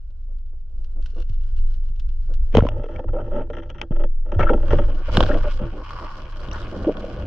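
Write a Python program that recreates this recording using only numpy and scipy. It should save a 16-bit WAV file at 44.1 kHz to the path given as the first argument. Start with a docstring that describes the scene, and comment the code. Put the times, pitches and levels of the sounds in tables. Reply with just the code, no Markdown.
"""Speargun shot under water

A camera in its housing rides on the barrel of a speargun, which sways and rumbles in the flow while
shrimp tick. The gun fires; line and rubber bands then drag and squeak by stick-slip friction, ringing
the hollow barrel. The diver pushes through seaweed, which brushes and knocks the housing, and a few
air pockets glug as they break loose."""
import sys
import numpy as np
from scipy import signal
from scipy.fft import rfft, irfft
from scipy.io import wavfile
from scipy.ndimage import uniform_filter1d

SR = 44100
rng = np.random.default_rng(int(sys.argv[2]) if len(sys.argv) > 2 else 0)


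def persist_wave(psi):
    """Save psi, clipped to +-1, as 16-bit WAV."""
    counts = np.round(np.clip(psi, -1, 1) * 32767).astype(np.int16)
    wavfile.write(sys.argv[1], SR, np.atleast_2d(counts).T)


N = 320166
T = np.arange(N) / SR

# the shot, its rebounds and other blows on the gun:
# (time [s], boom pitch [Hz], boom level [dB], boom t60 [s], crack level [dB])
GUN_BLOWS = [(1.298, 98, -23.5, 0.14, -74), (1.9, 126, -37, 0.17, -73), (2.092, 233, -44.5, 0.032, -50.5),
             (2.529, 390, -33, 0.015, -35.5), (2.54, 200, -15, 0.032, -46), (2.544, 1130, -31, 0.038, -32),
             (2.551, 450, -2, 0.031, -12.5), (2.57, 850, 1.5, 0.0046, -8), (2.572, 186, 9.5, 0.012, -24),
             (2.582, 430, -0.5, 0.028, -27), (2.585, 170, 5.5, 0.012, -31), (2.587, 530, -9, 0.018, -30),
             (2.59, 1000, -16, 0.022, -24), (2.606, 1350, -21.5, 0.015, -33),
             (2.6225, 680, -17.5, 0.014, -32), (2.625, 115, 1.5, 0.022, -48),
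             (2.636, 480, -15.5, 0.036, -43), (2.651, 520, -13.5, 0.018, -35), (2.654, 230, -5, 0.014, -45),
             (2.668, 1000, -22.5, 0.041, -27.5), (2.688, 600, -18, 0.017, -23),
             (2.841, 440, -19, 0.024, -38), (2.864, 450, -26.5, 0.041, -45.5),
             (2.993, 511, -20.5, 0.042, -39), (3.044, 480, -25, 0.023, -52),
             (3.133, 484, -25, 0.026, -54.5), (3.501, 460, -21.5, 0.04, -36.5),
             (3.701, 490, -44, 0.025, -29.5), (3.815, 460, -41, 0.062, -13.5), (3.909, 124, -5, 0.023, -53),
             (4.004, 404, -29, 0.024, -46), (4.361, 94, -12, 0.11, -63.5), (4.3965, 640, -9, 0.013, -35),
             (4.5335, 590, -12, 0.018, -32.5), (4.578, 290, -22, .03, -48),
             (4.7315, 593, -15, 0.014, -22.5), (4.7335, 415, -2, 0.017, -33)]
# modes of the hollow barrel: (frequency [Hz], bandwidth [Hz], gain [dB], left minus right [dB])
BARREL_MODES = [(224, 44, -7.5, -0.5), (266.3, 39, 4.5, -0.5), (333, 16, 7.5, -2.5), (456.5, 28, 2, 1),
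                (509, 40, 4, -1), (580, 55, 7, -0.5), (698, 130, -8, 1), (796, 72, -4.5, 1.5),
                (878, 119, -2.5, -5.5), (1228, 600, -14, 17), (1347, 85, 4, 5.5), (1600, 29, -10.5, 3),
                (1780, 26, -7.5, -2), (2230, 170, -13.5, 6.5), (2610, 110, -12.5, 9),
                (3080, 120, -11.5, 3.5), (3300, 32, -16, -3), (3630, 280, -21.5, -7), (4460, 510, -31, -4),
                (5670, 250, -28.5, -14.5), (6250, 110, -33, -11)]
# spectrum of a crack on the gun: (frequency [Hz], gain [dB])
CRACK_SPECTRUM = [(300, 1.5), (700, 8), (1500, 0.5), (2200, 1), (3150, -2.5), (4100, -14), (6000, -16.5),
                  (8500, -36.5), (11000, -35), (15000, -56)]
def gun_blows():
    """Impact excitation: each blow booms, cracks and briefly rings the barrel's modes."""
    booms, cracks = impacts(GUN_BLOWS)
    cracks = undb(2) * colour(cracks, CRACK_SPECTRUM)
    ring = undb(-10) * ring_modes(booms, BARREL_MODES)
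    ring += undb(-7) * ring_modes(band(cracks, 700, 4000), BARREL_MODES)
    return undb(1.5) * booms + cracks + ring + undb(6) * resonate(cracks, 3050, 450)


# the spear running along the barrel: (time [s], level [dB])
RUSH_LEVEL = [(2.538, -50.5), (2.548, -30.5), (2.565, -39), (2.585, -29.5), (2.595, -44.5), (2.603, -52.5),
              (2.67, -48.5), (2.70, -65)]
def spear_rush():
    """Sliding friction: the spear running along the barrel makes a short broadband rush."""
    noise = colour(grit(4400, 1.5, 2700), CRACK_SPECTRUM)
    return steady(noise, .023) * envelope(RUSH_LEVEL)


# pulls of the line on the barrel: (start [s], end [s], level [dB], treble over bass [dB])
LINE_PULLS = [(2.716, 2.72, -35, -16), (2.778, 2.785, -48, -16), (2.834, 2.848, -37, -12.5),
              (2.856, 2.863, -38.5, -14), (2.884, 2.897, -32.5, -22), (2.909, 2.942, -35.5, -21),
              (2.96, 2.963, -35, -7), (2.992, 2.996, -23, -26), (3.038, 3.043, -26.5, -34),
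              (3.081, 3.11, -36, -23), (3.129, 3.169, -37, -25), (3.184, 3.203, -33, -23.5),
              (3.241, 3.264, -34, -28.5), (3.312, 3.334, -25.5, -35), (3.333, 3.425, -24, -30),
              (3.469, 3.477, -42, -28), (3.499, 3.507, -26.5, -24), (3.532, 3.539, -29, -12.5),
              (3.549, 3.553, -32.5, -12), (3.567, 3.575, -27.5, -14.5), (3.582, 3.608, -34.5, -13.5),
              (3.621, 3.627, -38.5, -14), (3.63, 3.636, -39, -8.5), (3.644, 3.662, -52, -10),
              (3.693, 3.714, -39.5, -10), (3.745, 3.771, -40, -14.5), (3.782, 3.798, -42, -4.5),
              (3.816, 3.833, -31.5, -14.5), (3.912, 3.923, -26.5, -26.5), (3.947, 3.957, -36, -24),
              (3.962, 3.964, -22.5, -21.5), (3.992, 3.997, -25, -28.5), (4.002, 4.007, -25.5, -25.5),
              (4.013, 4.023, -28, -27), (4.036, 4.043, -21.5, -20.5), (4.318, 4.338, -24.5, -21.5),
              (4.345, 4.35, -26.5, -20), (4.392, 4.443, -20.5, -16), (4.455, 4.483, -29.5, -16.5),
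              (4.49, 4.519, -23, -20.5), (4.533, 4.539, -12, -25), (4.574, 4.579, -25.5, -28),
              (4.6, 4.603, -29, -23), (4.628, 4.638, -27, -24), (4.705, 4.725, -20, -16),
              (4.735, 4.742, -15.5, -34), (4.784, 4.796, -15.5, -22), (4.816, 4.847, -32, -18.5),
              (4.881, 4.901, -30, -24.5), (5.287, 5.324, -19, -33), (5.341, 5.345, -24.5, -9),
              (5.438, 5.48, -28, -32), (5.59, 5.667, -29.5, -30)]
def line_scrapes():
    """Stick-slip friction: each pull is a train of random slips that ring the barrel."""
    out, responses = np.zeros((2, N)), slip_responses()
    for start, end, db, bright_db in LINE_PULLS:
        t = T[:max(int((end - start) * SR), 1)]
        chance, size = rng.random(SR // 4)[:len(t)], rng.standard_normal(SR // 4)[:len(t)]
        slips = (chance < 700 / SR) * size * np.exp(-t / .22)
        slips[0] = 2.34  # the line breaks free with a jerk
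        for response, bright_share in zip(responses, (0, .65, 1)):
            pull = signal.fftconvolve(response, slips[None], axes=1)
            pull *= np.sqrt(len(t) / pull.shape[1]) / rms(pull)  # energy follows duration
            add(out, start, pull * undb(db + bright_share * bright_db - 3))
    return out


def slip_responses():
    """Dispersion: one slip runs down the barrel as a chirp, returned as low, middle and high bands."""
    chirp = disperse(signal.unit_impulse(4096), lag_s=.0025)
    ring = ring_modes(chirp, BARREL_MODES)
    low, middle = band(ring, 150, 826, order=5), band(ring, 803, 1956, order=5)
    high = band(ring, 1900, 3480, order=5) + undb(-4.5) * band(ring, 5230, 6250)
    high += undb(-21) * band(ring, 4000, 13000)
    return low, middle, high


# slack line trailing along the barrel: (start [s], end [s], level [dB])
LINE_TRAILS = [(2.64, 2.81, -44), (2.89, 3.0, -44.5), (3.13, 3.42, -44), (3.56, 3.84, -55.5),
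               (4.25, 4.84, -47)]
def trailing_line():
    """Sliding friction: the slack line's dense, tiny slips merge into a dull rub."""
    low, middle, high = slip_responses()
    response = low + undb(-18) * middle + undb(-17.5) * high
    level = swells(LINE_TRAILS, attack_s=.01, release_s=.028) * undb(6 + 1.6 * wander(40))
    rub = signal.oaconvolve(grit(1000, 5.4, 5000), response, axes=1)[:, :N]
    return steady(rub, .14) * level


# rubber, line and weed squeaking: (start [s], end [s], first slip rate [Hz], midway rate [Hz],
# last rate [Hz], level [dB], unevenness of the rate [0-1])
SQUEAK_GLIDES = [(2.758, 2.777, 496, 527, 555, -32, 0), (2.959, 2.966, 2230, 2300, 2420, -38.5, 0.02),
                 (3.078, 3.095, 887, 1080, 1450, -40, 0.05), (3.138, 3.206, 483.2, 577, 775, -22.5, .04),
                 (3.327, 3.442, 345.3, 333, 317, -29, 0.04), (3.405, 3.422, 606, 575, 470, -24, 0.1),
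                 (4.392, 4.404, 521, 660, 800, -14, 0.22), (4.402, 4.42, 1276, 1740, 1420, -16.5, 0.18),
                 (4.423, 4.445, 1159, 912, 560, -19, 0.11), (4.426, 4.438, 2100, 2230, 2170, -23.5, 0),
                 (4.469, 4.478, 1210, 1413, 1740, -16.5, 0.11), (4.489, 4.504, 1639, 1267, 750, -13, .15),
                 (4.499, 4.523, 548.6, 403, 298, -10, 0), (4.533, 4.545, 616, 428, 320, -17, 0.09),
                 (5.082, 5.1, 536, 684, 1080, -24.5, 0.18), (5.288, 5.303, 1380, 1455, 1550, -25.5, .14),
                 (5.311, 5.32, 1600, 1745, 1830, -21, 0.05), (5.296, 5.339, 635, 594, 555, -25, 0.02),
                 (5.448, 5.483, 580.4, 591, 586, -22.5, .05), (6.4, 6.423, 4220, 4570, 5140, -40, 0.07),
                 (6.514, 6.515, 2830, 2820, 2950, -27.5, 0), (6.514, 6.515, 5500, 5640, 5840, -37, 0),
                 (6.524, 6.537, 3890, 4960, 7500, -34.5, 0.03), (6.567, 6.655, 3300, 3740, 4040, -43, 0.1)]
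def squeaks():
    """Stick-slip oscillation: the slip rate sets the pitch, heard directly and through the barrel."""
    out, jitter = np.zeros((2, N)), wander(700)
    grip = undb(5 * wander(1100))
    crunch = steady(band(rng.standard_normal(N), 500, 2510), .05)
    for start, end, *glide_hz, db, uneven in SQUEAK_GLIDES:
        span = slice(int((start - .02) * SR), int((end + .03) * SR))
        t = T[span]
        progress = (t - start) / (end - start)
        slip_hz = np.interp(progress, [0, .5, 1], glide_hz) * (1 + uneven * jitter[span])
        phase = 2 * np.pi * np.cumsum(slip_hz) / SR
        tone = np.sin(phase) + undb(-19.5) * np.sin(2 * phase)
        slip = (tone + 1.4 * uneven * crunch[span]) * grip[span]  # ragged slips crunch
        squeak = steady(ring_modes(slip, BARREL_MODES), .0048) + undb(-8) * slip
        gate = np.clip(np.minimum(t - start, end - t) / .0057 + 1, 0, 1)
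        swell_db = np.interp(progress, [0, .31, 1], [-8.5, 0, -4])  # fades as the grip lets go
        add(out, t[0], squeak * gate * undb(db + swell_db - 4.5))
    return out


def running_line(centre_hz=1070, width_hz=240):
    """Resonant filtering of friction: the line runs out in a grainy rasp under a thin sizzle."""
    slips = grit(900, 2.2, 3000)
    rasp = steady(steep_resonance(slips, centre_hz, width_hz), .36)
    sizzle = undb(-19.5) * steady(band(slips, 4200, 5500), .11)
    return (rasp + sizzle) * swells([(5.737, 6.043, -39)], attack_s=.19, release_s=.17)


# water streaming past the gun: (time [s], level [dB])
FLOW_LEVEL = [(0, -29), (.5, -29), (.75, -24.5), (1.78, -17.5), (1.9, -24.5), (2.02, -18), (2.55, -16.5),
              (2.9, -28.5), (3.33, -26.5), (3.5, -31.5), (3.85, -35.5), (4.28, -28.5), (4.42, -14),
              (4.85, -15), (5.0, -23), (5.25, -14), (5.55, -21.5), (5.88, -34.5), (6.55, -33), (7.26, -33)]
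# tugs that make the barrel shudder: (start [s], end [s], level [dB])
BARREL_TUGS = [(2.54, 2.575, -10), (2.7, 2.78, -29.5), (3.05, 3.13, -30), (3.2, 3.85, -40),
               (4.35, 4.41, -20), (4.7, 4.77, -20), (4.84, 4.9, -27.5), (5.12, 5.27, -25), (5.6, 5.66, -28),
               (6.46, 6.82, -36), (7.17, 7.26, -30)]
# jerks on the line that set the barrel swinging: (start [s], end [s], level [dB])
LINE_JERKS = [(3.06, 3.13, -24.5), (3.295, 3.34, -22.5), (3.905, 4.1, -16)]
# bending modes of the barrel: (frequency [Hz], bandwidth [Hz], gain [dB])
BENDING_MODES = [(57, 38, -15.5), (94.2, 11, -1.5)]
def barrel_rumble(sway_hz=20.9):
    """Forced beam vibration: the lowest mode sways; eddies, tugs, weed and line drive higher ones."""
    flow, contact = envelope(FLOW_LEVEL), envelope(WEED_CONTACT)
    tug = swells(BARREL_TUGS, attack_s=.023, release_s=.037)
    trail = swells(LINE_TRAILS, attack_s=.095, release_s=.013)
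    sway_drive = flow + swells(LINE_JERKS, attack_s=.026, release_s=.092)
    # independent forces add in power
    buffet_forces = [flow * undb(-12), tug * undb(-4), contact * undb(19.5), np.full(N, undb(-50))]
    bend_forces = [flow * undb(-28.5), tug, contact * undb(21), trail * undb(9.5)]
    buffet_drive, bend_drive = np.linalg.norm([buffet_forces, bend_forces], axis=1)
    phase = 2 * np.pi * np.cumsum(sway_hz * (1 + .09 * wander(12))) / SR
    eddies = grit(3000, 2.4, 1300)
    ring = sum(undb(db) * resonate(eddies, hz, width) for hz, width, db in BENDING_MODES)
    shudder = undb(-8) * eddies + ring
    buffet = steady(band(shudder, 28, 59), .27) * buffet_drive * undb(2.5)
    bend = steady(band(shudder, 68, 131.8, order=3), .014) * bend_drive * undb(-2 + 2.5 * wander(18))
    twist = np.array([[.08], [-.08]])  # the barrel twists a little, so one microphone leads
    sway = np.sqrt(2) * np.sin(phase + twist) * sway_drive * undb(-.5 + 2.2 * wander(16))
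    return sway + buffet + bend


# stalks and line knocking on the housing:
# (time [s], boom pitch [Hz], boom level [dB], boom t60 [s], crack level [dB])
HOUSING_KNOCKS = [(1.06, 1480, -43, 0.027, -62), (5.171, 333, -4.5, 0.014, -3), (5.179, 165, 3, 0.022, -31),
                  (5.2055, 487, 0.5, 0.0034, -3.5), (5.228, 322, -14, 0.034, -11.5),
                  (5.235, 160, -16.5, 0.057, -10), (5.264, 590, -34, .018, -17.5),
                  (5.616, 203, -20.5, 0.1, -39), (5.907, 1100, -23, .015, -33),
                  (5.987, 1100, -22, 0.019, -38), (6.396, 1300, -46, .012, -35.5),
                  (6.422, 520, -50, 0.015, -36), (6.486, 170, -19, 0.018, -27),
                  (6.558, 339, -28, 0.021, -30.5), (6.97, 513, -46, 0.018, -25.5),
                  (7.022, 900, -43, .012, -41), (7.171, 1200, -40, .012, -32)]
# modes of the housing: (frequency [Hz], bandwidth [Hz], gain [dB], left minus right [dB])
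HOUSING_MODES = [(210, 45, 1, -1), (312, 200, 3, -1), (507.6, 64, 3, 0.5), (585.3, 130, 2, -1),
                 (728, 140, -7, 1.5), (898, 14, -6, 6), (1081, 130, -4.5, 1), (1435, 69, -5, 1),
                 (1590, 500, -28, -14.5), (2560, 240, -22, 3.5), (2870, 530, -13.5, 1),
                 (3960, 400, -20.5, 2.5), (4535, 1400, -26.5, -11), (5550, 930, -38.5, -2),
                 (6200, 990, -42.5, -1), (10800, 15000, -43, 14)]
# spectrum of a crack on the housing: (frequency [Hz], gain [dB])
KNOCK_SPECTRUM = [(300, 0.5), (550, 7.5), (1100, 7.5), (1500, 5), (2200, -15.5), (3100, 0), (4100, -12),
                  (6000, -22.5), (8000, -46), (11000, -38), (15000, -58)]
def housing_knocks():
    """Structure-borne sound: knocks right on the housing arrive dry, with a faint ring."""
    booms, cracks = impacts(HOUSING_KNOCKS)
    cracks = undb(4.5) * colour(cracks, KNOCK_SPECTRUM)
    return booms + cracks + undb(-18) * ring_modes(cracks, HOUSING_MODES)


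# how hard the weed presses on the housing: (time [s], level [dB])
WEED_CONTACT = [(4.56, -84.5), (4.72, -55.5), (4.82, -67.5), (5.03, -66), (5.17, -44), (5.29, -54),
                (5.45, -55.5), (5.73, -68), (5.95, -60.5), (6.32, -65), (6.55, -58), (6.88, -62.5),
                (7.26, -61.5)]
def weed_brushing():
    """Friction noise: fine bristles follow the contact; slosh and rub grow more slowly with it."""
    contact = envelope(WEED_CONTACT)
    shell = ring_modes(grit(2200, 4.24, 3000), HOUSING_MODES)
    slosh = steady(band(shell, 152, 710), .013) * undb(3.5 + 5.8 * wander(30))
    rub = steady(band(shell, 916, 1797), .23) * undb(2.5 + 2 * wander(40))
    rub += steady(band(shell, 2054, 3370), .14) * undb(-4.5 + 2.6 * wander(50))
    bristles = steady(band(shell, 2980, 5730), .18)
    bristles += undb(-16) * steady(band(shell, 5800, 12000, order=5), .06)
    return contact ** .8 * (slosh + rub) + contact * bristles * undb(3.5 + 2.7 * wander(70))


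# air pockets breaking loose: (time [s], starting pitch [Hz], level [dB], t60 [s])
AIR_POCKETS = [(.975, 603, -52, 0.13), (1.135, 410, -43, 0.049), (1.184, 319, -42, 0.15),
               (1.203, 466, -39.5, 0.077), (2.31, 493, -40, 0.074), (5.303, 266, -23, 0.1),
               (6.848, 595, -10.5, 0.012), (6.869, 319, -10, 0.11), (6.877, 563, -16, 0.11),
               (6.886, 453, -7.5, 0.04), (6.895, 405, 5, 0.011), (7.042, 550, -12.5, 0.017)]
def glugs():
    """Bubble resonance: each air pocket rings as a damped sine of rising pitch."""
    out, t = np.zeros(N), T[:SR // 5]
    for start, hz, db, t60 in AIR_POCKETS:
        level = undb(db - 60 * t / t60) * (1 - np.exp(-t / .0014))
        add(out, start, level * np.sin(2 * np.pi * hz * t * (1 + 1.7 * t)))
    return out + undb(-7) * ring_modes(out, HOUSING_MODES)


# the nearest shrimp snapping: (time [s], level [dB])
NEAR_SNAPS = [(0.1042, -62), (0.2379, -65), (0.384, -59), (0.4614, -62), (0.6085, -66.5), (0.7831, -60),
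              (0.8435, -47), (1.0237, -47.5), (1.059, -39), (1.1019, -51), (1.148, -56), (1.1657, -55),
              (1.1992, -46.5), (1.294, -48), (1.3409, -53), (1.4107, -61), (1.4346, -53), (1.565, -50.5),
              (1.591, -50), (1.7397, -48), (1.836, -56), (1.8566, -57), (1.9599, -53), (1.996, -40),
              (2.2204, -62), (2.3379, -41), (2.3985, -61), (2.4244, -57.5), (4.9466, -45)]
# spectrum of a snap: (frequency [Hz], gain [dB])
SNAP_SPECTRUM = [(500, -23.5), (1500, -5), (2200, -8), (3100, 1), (4000, -4), (5500, -8.5), (8000, -23.5),
                 (14000, -46)]
# the housing's thin front window: (frequency [Hz], bandwidth [Hz], gain [dB], left minus right [dB])
WINDOW_MODES = [(1130, 94, 2, 0.5), (1430, 260, 1.5, 1), (2220, 180, -5.5, -1), (2840, 200, 2.5, 7.5),
                (3460, 160, -1.5, -1.5), (4100, 230, -2.5, -0.5), (5100, 350, -7.5, -2.5)]
def shrimp(far_count=70):
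    """Scattering: each snap, near or far, trails a short tail off the rocks and rings the window."""
    out, t = np.zeros((2, N)), T[:SR // 10]
    far_snaps = zip(rng.uniform(0, T[-1], far_count), -72.5 + 3 * rng.standard_normal(far_count))
    decay = np.exp(-t / .0045) + undb(-6.5) * np.exp(-t / .012)
    for start, db in [*NEAR_SNAPS, *far_snaps]:
        burst = rng.standard_normal((2, len(t))) * decay
        add(out, start, (burst + .52 * burst[::-1]) * undb(db))  # partly alike in both channels
    return undb(.5) * colour(out, SNAP_SPECTRUM) + undb(-12) * ring_modes(out, WINDOW_MODES)


# clusters of tiny snaps in the rocks: (start [s], end [s], level [dB])
SNAP_FLURRIES = [(1.02, 1.22, -66), (1.3, 1.335, -63), (1.345, 1.385, -68), (1.4, 1.44, -76.5),
                 (1.55, 1.63, -65.5), (1.66, 1.69, -76), (1.83, 1.88, -70), (2.08, 2.13, -67)]
def flurries():
    """Shot noise: tiny random snaps merge into a crackle that rings the window."""
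    crackle = grit(650, 4.5, 2000)
    ring = ring_modes(crackle, WINDOW_MODES) + undb(-15) * colour(crackle, SNAP_SPECTRUM)
    level = undb(3.8 * wander(45)) * swells(SNAP_FLURRIES, attack_s=.01, release_s=.027)
    return steady(ring, .12) * level


# faint wash of the reef: (time [s], level [dB])
WASH_LEVEL = [(0, -73.5), (.6, -76), (.8, -63), (1.27, -69), (1.5, -69), (2.1, -71), (2.5, -68), (2.8, -65),
              (7.26, -66.5)]
# swirls round the housing: (start [s], end [s], level [dB])
WATER_SWIRLS = [(.1, .13, -77), (.28, .32, -71), (.52, .55, -70), (.96, 1.0, -56.5), (1.16, 1.21, -49.5),
                (2.28, 2.32, -50.5), (2.46, 2.52, -65.5), (4.55, 5.02, -46), (5.27, 5.4, -47),
                (5.72, 5.83, -45.5), (6.47, 6.72, -48.5), (6.72, 6.92, -37.5), (6.95, 7.26, -41)]
# spectrum of the reef's fizz: (frequency [Hz], gain [dB])
WASH_SPECTRUM = [(150, 8.5), (500, 0.5), (900, -7), (1500, -3), (2200, -7), (3000, -3), (4000, 0.5),
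                 (5500, 2), (8000, -1), (15000, -4.5)]
def reef_wash():
    """Ambient noise: soft swirls and the reef's fizz, filtered by the housing's modes."""
    stir = envelope(WASH_LEVEL)
    swirl_level = stir + swells(WATER_SWIRLS, attack_s=.0034, release_s=.0066)
    water = colour(ring_modes(grit(7000, 5.2, 2800), HOUSING_MODES), WASH_SPECTRUM)
    swirl = steady(band(water, 170, 1300), .068) * swirl_level * undb(3.5 + 2 * wander(25))
    fizz_level = envelope(FLOW_LEVEL) * undb(-55 + 4.7 * wander(22.08)) + stir * undb(-22) + undb(-90.5)
    return swirl + steady(band(water, 1300, 14000), .1) * fizz_level


def impacts(table):
    """Damped vibration: each hit gives a boom that the water soon stops, and a sharp crack."""
    booms, cracks, t = np.zeros(N), np.zeros((2, N)), T[:SR // 5]
    crack_decay = np.exp(-t / .0012) + undb(-10) * np.exp(-t / .004)
    for start, hz, boom_db, t60, crack_db in table:
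        # added mass: the pitch sags as water is dragged along
        phase = 2 * np.pi * (hz * t + .18 * (1 - np.exp(-t / .0011)))
        attack = 1 - np.exp(-t * hz / .25)
        add(booms, start, undb(boom_db - 60 * t / t60) * np.sin(phase) * attack)
        mid, side = rng.standard_normal((2, len(t))) * crack_decay
        add(cracks, start, undb(crack_db) * np.array([.71 * mid + .39 * side, .67 * mid - .39 * side]))
    return booms, cracks


def grit(per_second, spread_db, apart_hz):
    """Shot noise: random clicks of uneven size at two microphones, alike below apart_hz."""
    occurs = rng.random(N) < per_second / SR
    size = occurs * undb(spread_db * np.clip(rng.standard_normal(N), -2, 2))
    mid, side = size * rng.standard_normal((2, N))
    side = signal.sosfilt(signal.butter(1, apart_hz, "high", fs=SR, output="sos"), side)
    return np.array([mid + side, mid - side])


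def disperse(x, lag_s, front_hz=4000):
    """Bending waves travel as the root of frequency, so a click arrives as a falling chirp."""
    hz = np.minimum(np.fft.rfftfreq(len(x), 1 / SR), front_hz)
    phase = 2 * np.pi * lag_s * (2 * np.sqrt(front_hz * hz) - hz)
    return irfft(rfft(x) * np.exp(-1j * phase), len(x))


def ring_modes(x, modes):
    """Modal superposition: x rings a set of resonances, each leaning to one microphone."""
    click, sides = signal.unit_impulse(8192), np.array([[.5], [-.5]])
    response = sum(undb(db + pan * sides) * steep_resonance(click, hz, width)
                   for hz, width, db, pan in modes)
    return signal.fftconvolve(np.atleast_2d(x), response, axes=1)[:, :x.shape[-1]]


def resonate(x, hz, width_hz):
    """Second-order resonance, gain 1 at its centre."""
    return signal.lfilter(*signal.iirpeak(hz, hz / width_hz, fs=SR), x + 1e-18)


def steep_resonance(x, hz, width_hz):
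    """Two resonances in cascade steepen the skirts."""
    return resonate(resonate(x, hz, width_hz), hz, hz / 2)


def band(x, lo_hz, hi_hz, order=4):
    """Maximally flat band-pass."""
    return signal.sosfilt(signal.butter(order, [lo_hz, hi_hz], "band", fs=SR, output="sos"), x + 1e-18)


def colour(x, spectrum, size=1024):
    """Minimum-phase filter through (frequency [Hz], gain [dB]) points."""
    hz, db = np.transpose(spectrum)
    grid_hz = np.linspace(1, SR / 2, size // 2 + 1)
    magnitude = undb(np.interp(np.log(grid_hz), np.log(hz), db))
    cepstrum = irfft(np.log(magnitude))
    cepstrum[1:size // 2] *= 2  # folding the cepstrum makes the filter causal
    cepstrum[size // 2 + 1:] = 0
    response = irfft(np.exp(rfft(cepstrum)))
    return signal.oaconvolve(x, response[None], axes=-1)[:, :N]


def arrive(x, left_lead_s, pan_db):
    """Path difference: sound reaches the nearer microphone sooner and louder."""
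    sides = np.array([[.5], [-.5]])
    shift = np.exp(2j * np.pi * np.fft.rfftfreq(N, 1 / SR) * left_lead_s * sides)
    return irfft(rfft(x) * shift, N) * undb(pan_db * sides)


def envelope(table):
    """Gain through (time [s], level [dB]) points, fading to silence outside them."""
    times, db = np.transpose(table)
    inside = np.interp(T, [times[0] - .03, times[0], times[-1], times[-1] + .03], [0, 1, 1, 0])
    return inside * undb(np.interp(T, times, db))


def swells(table, attack_s, release_s):
    """Gain from (start [s], end [s], level [dB]) rows: linear rise, hold, exponential decay."""
    return sum(undb(db) * np.clip((T - start) / attack_s, 0, 1)
               * np.exp(-np.maximum(T - end, 0) / release_s) for start, end, db in table)


def wander(rate_hz):
    """Smooth random modulation of unit RMS."""
    hold = int(SR / rate_hz)
    steps = np.repeat(rng.standard_normal(N // hold + 1), hold)[:N]
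    smooth = uniform_filter1d(uniform_filter1d(steps, hold), hold)
    return smooth / rms(smooth)


def steady(x, window_s):
    """Division by the running RMS holds the level near 1."""
    power = uniform_filter1d(np.mean(np.atleast_2d(x) ** 2, axis=0), int(window_s * SR))
    return x / np.sqrt(np.abs(uniform_filter1d(power, int(window_s * SR / 2))) + 1e-18)


def add(out, start_s, x):
    """Superpose x on out from start_s."""
    i = max(int(start_s * SR), 0)
    out[..., i:i + x.shape[-1]] += x[..., :N - i]


def undb(db):
    """Decibels to amplitude ratio."""
    return 10 ** (np.asarray(db) / 20)


def rms(x):
    """Root mean square."""
    return np.sqrt(np.mean(x ** 2)) + 1e-12


def scene():
    """Superposition: all reaches the camera through water and mount; the weed lies to the right."""
    gun = line_scrapes() + trailing_line() + squeaks() + gun_blows() + spear_rush()
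    weed = arrive(weed_brushing() + housing_knocks(), left_lead_s=-26e-6, pan_db=-.5)
    rumble = barrel_rumble()
    reef = reef_wash() + shrimp() + flurries()
    return undb(-.5) * gun + running_line() + rumble + weed + glugs() + reef


def record(dry):
    """Soft saturation and band limiting: the camera rounds the highest peaks and cuts above 14 kHz."""
    rounded = dry / (1 + dry ** 6) ** (1 / 6)
    return signal.sosfilt(signal.ellip(8, .2, 70, 14000, fs=SR, output="sos"), rounded)


dry = scene()
out = record(dry)
persist_wave(out)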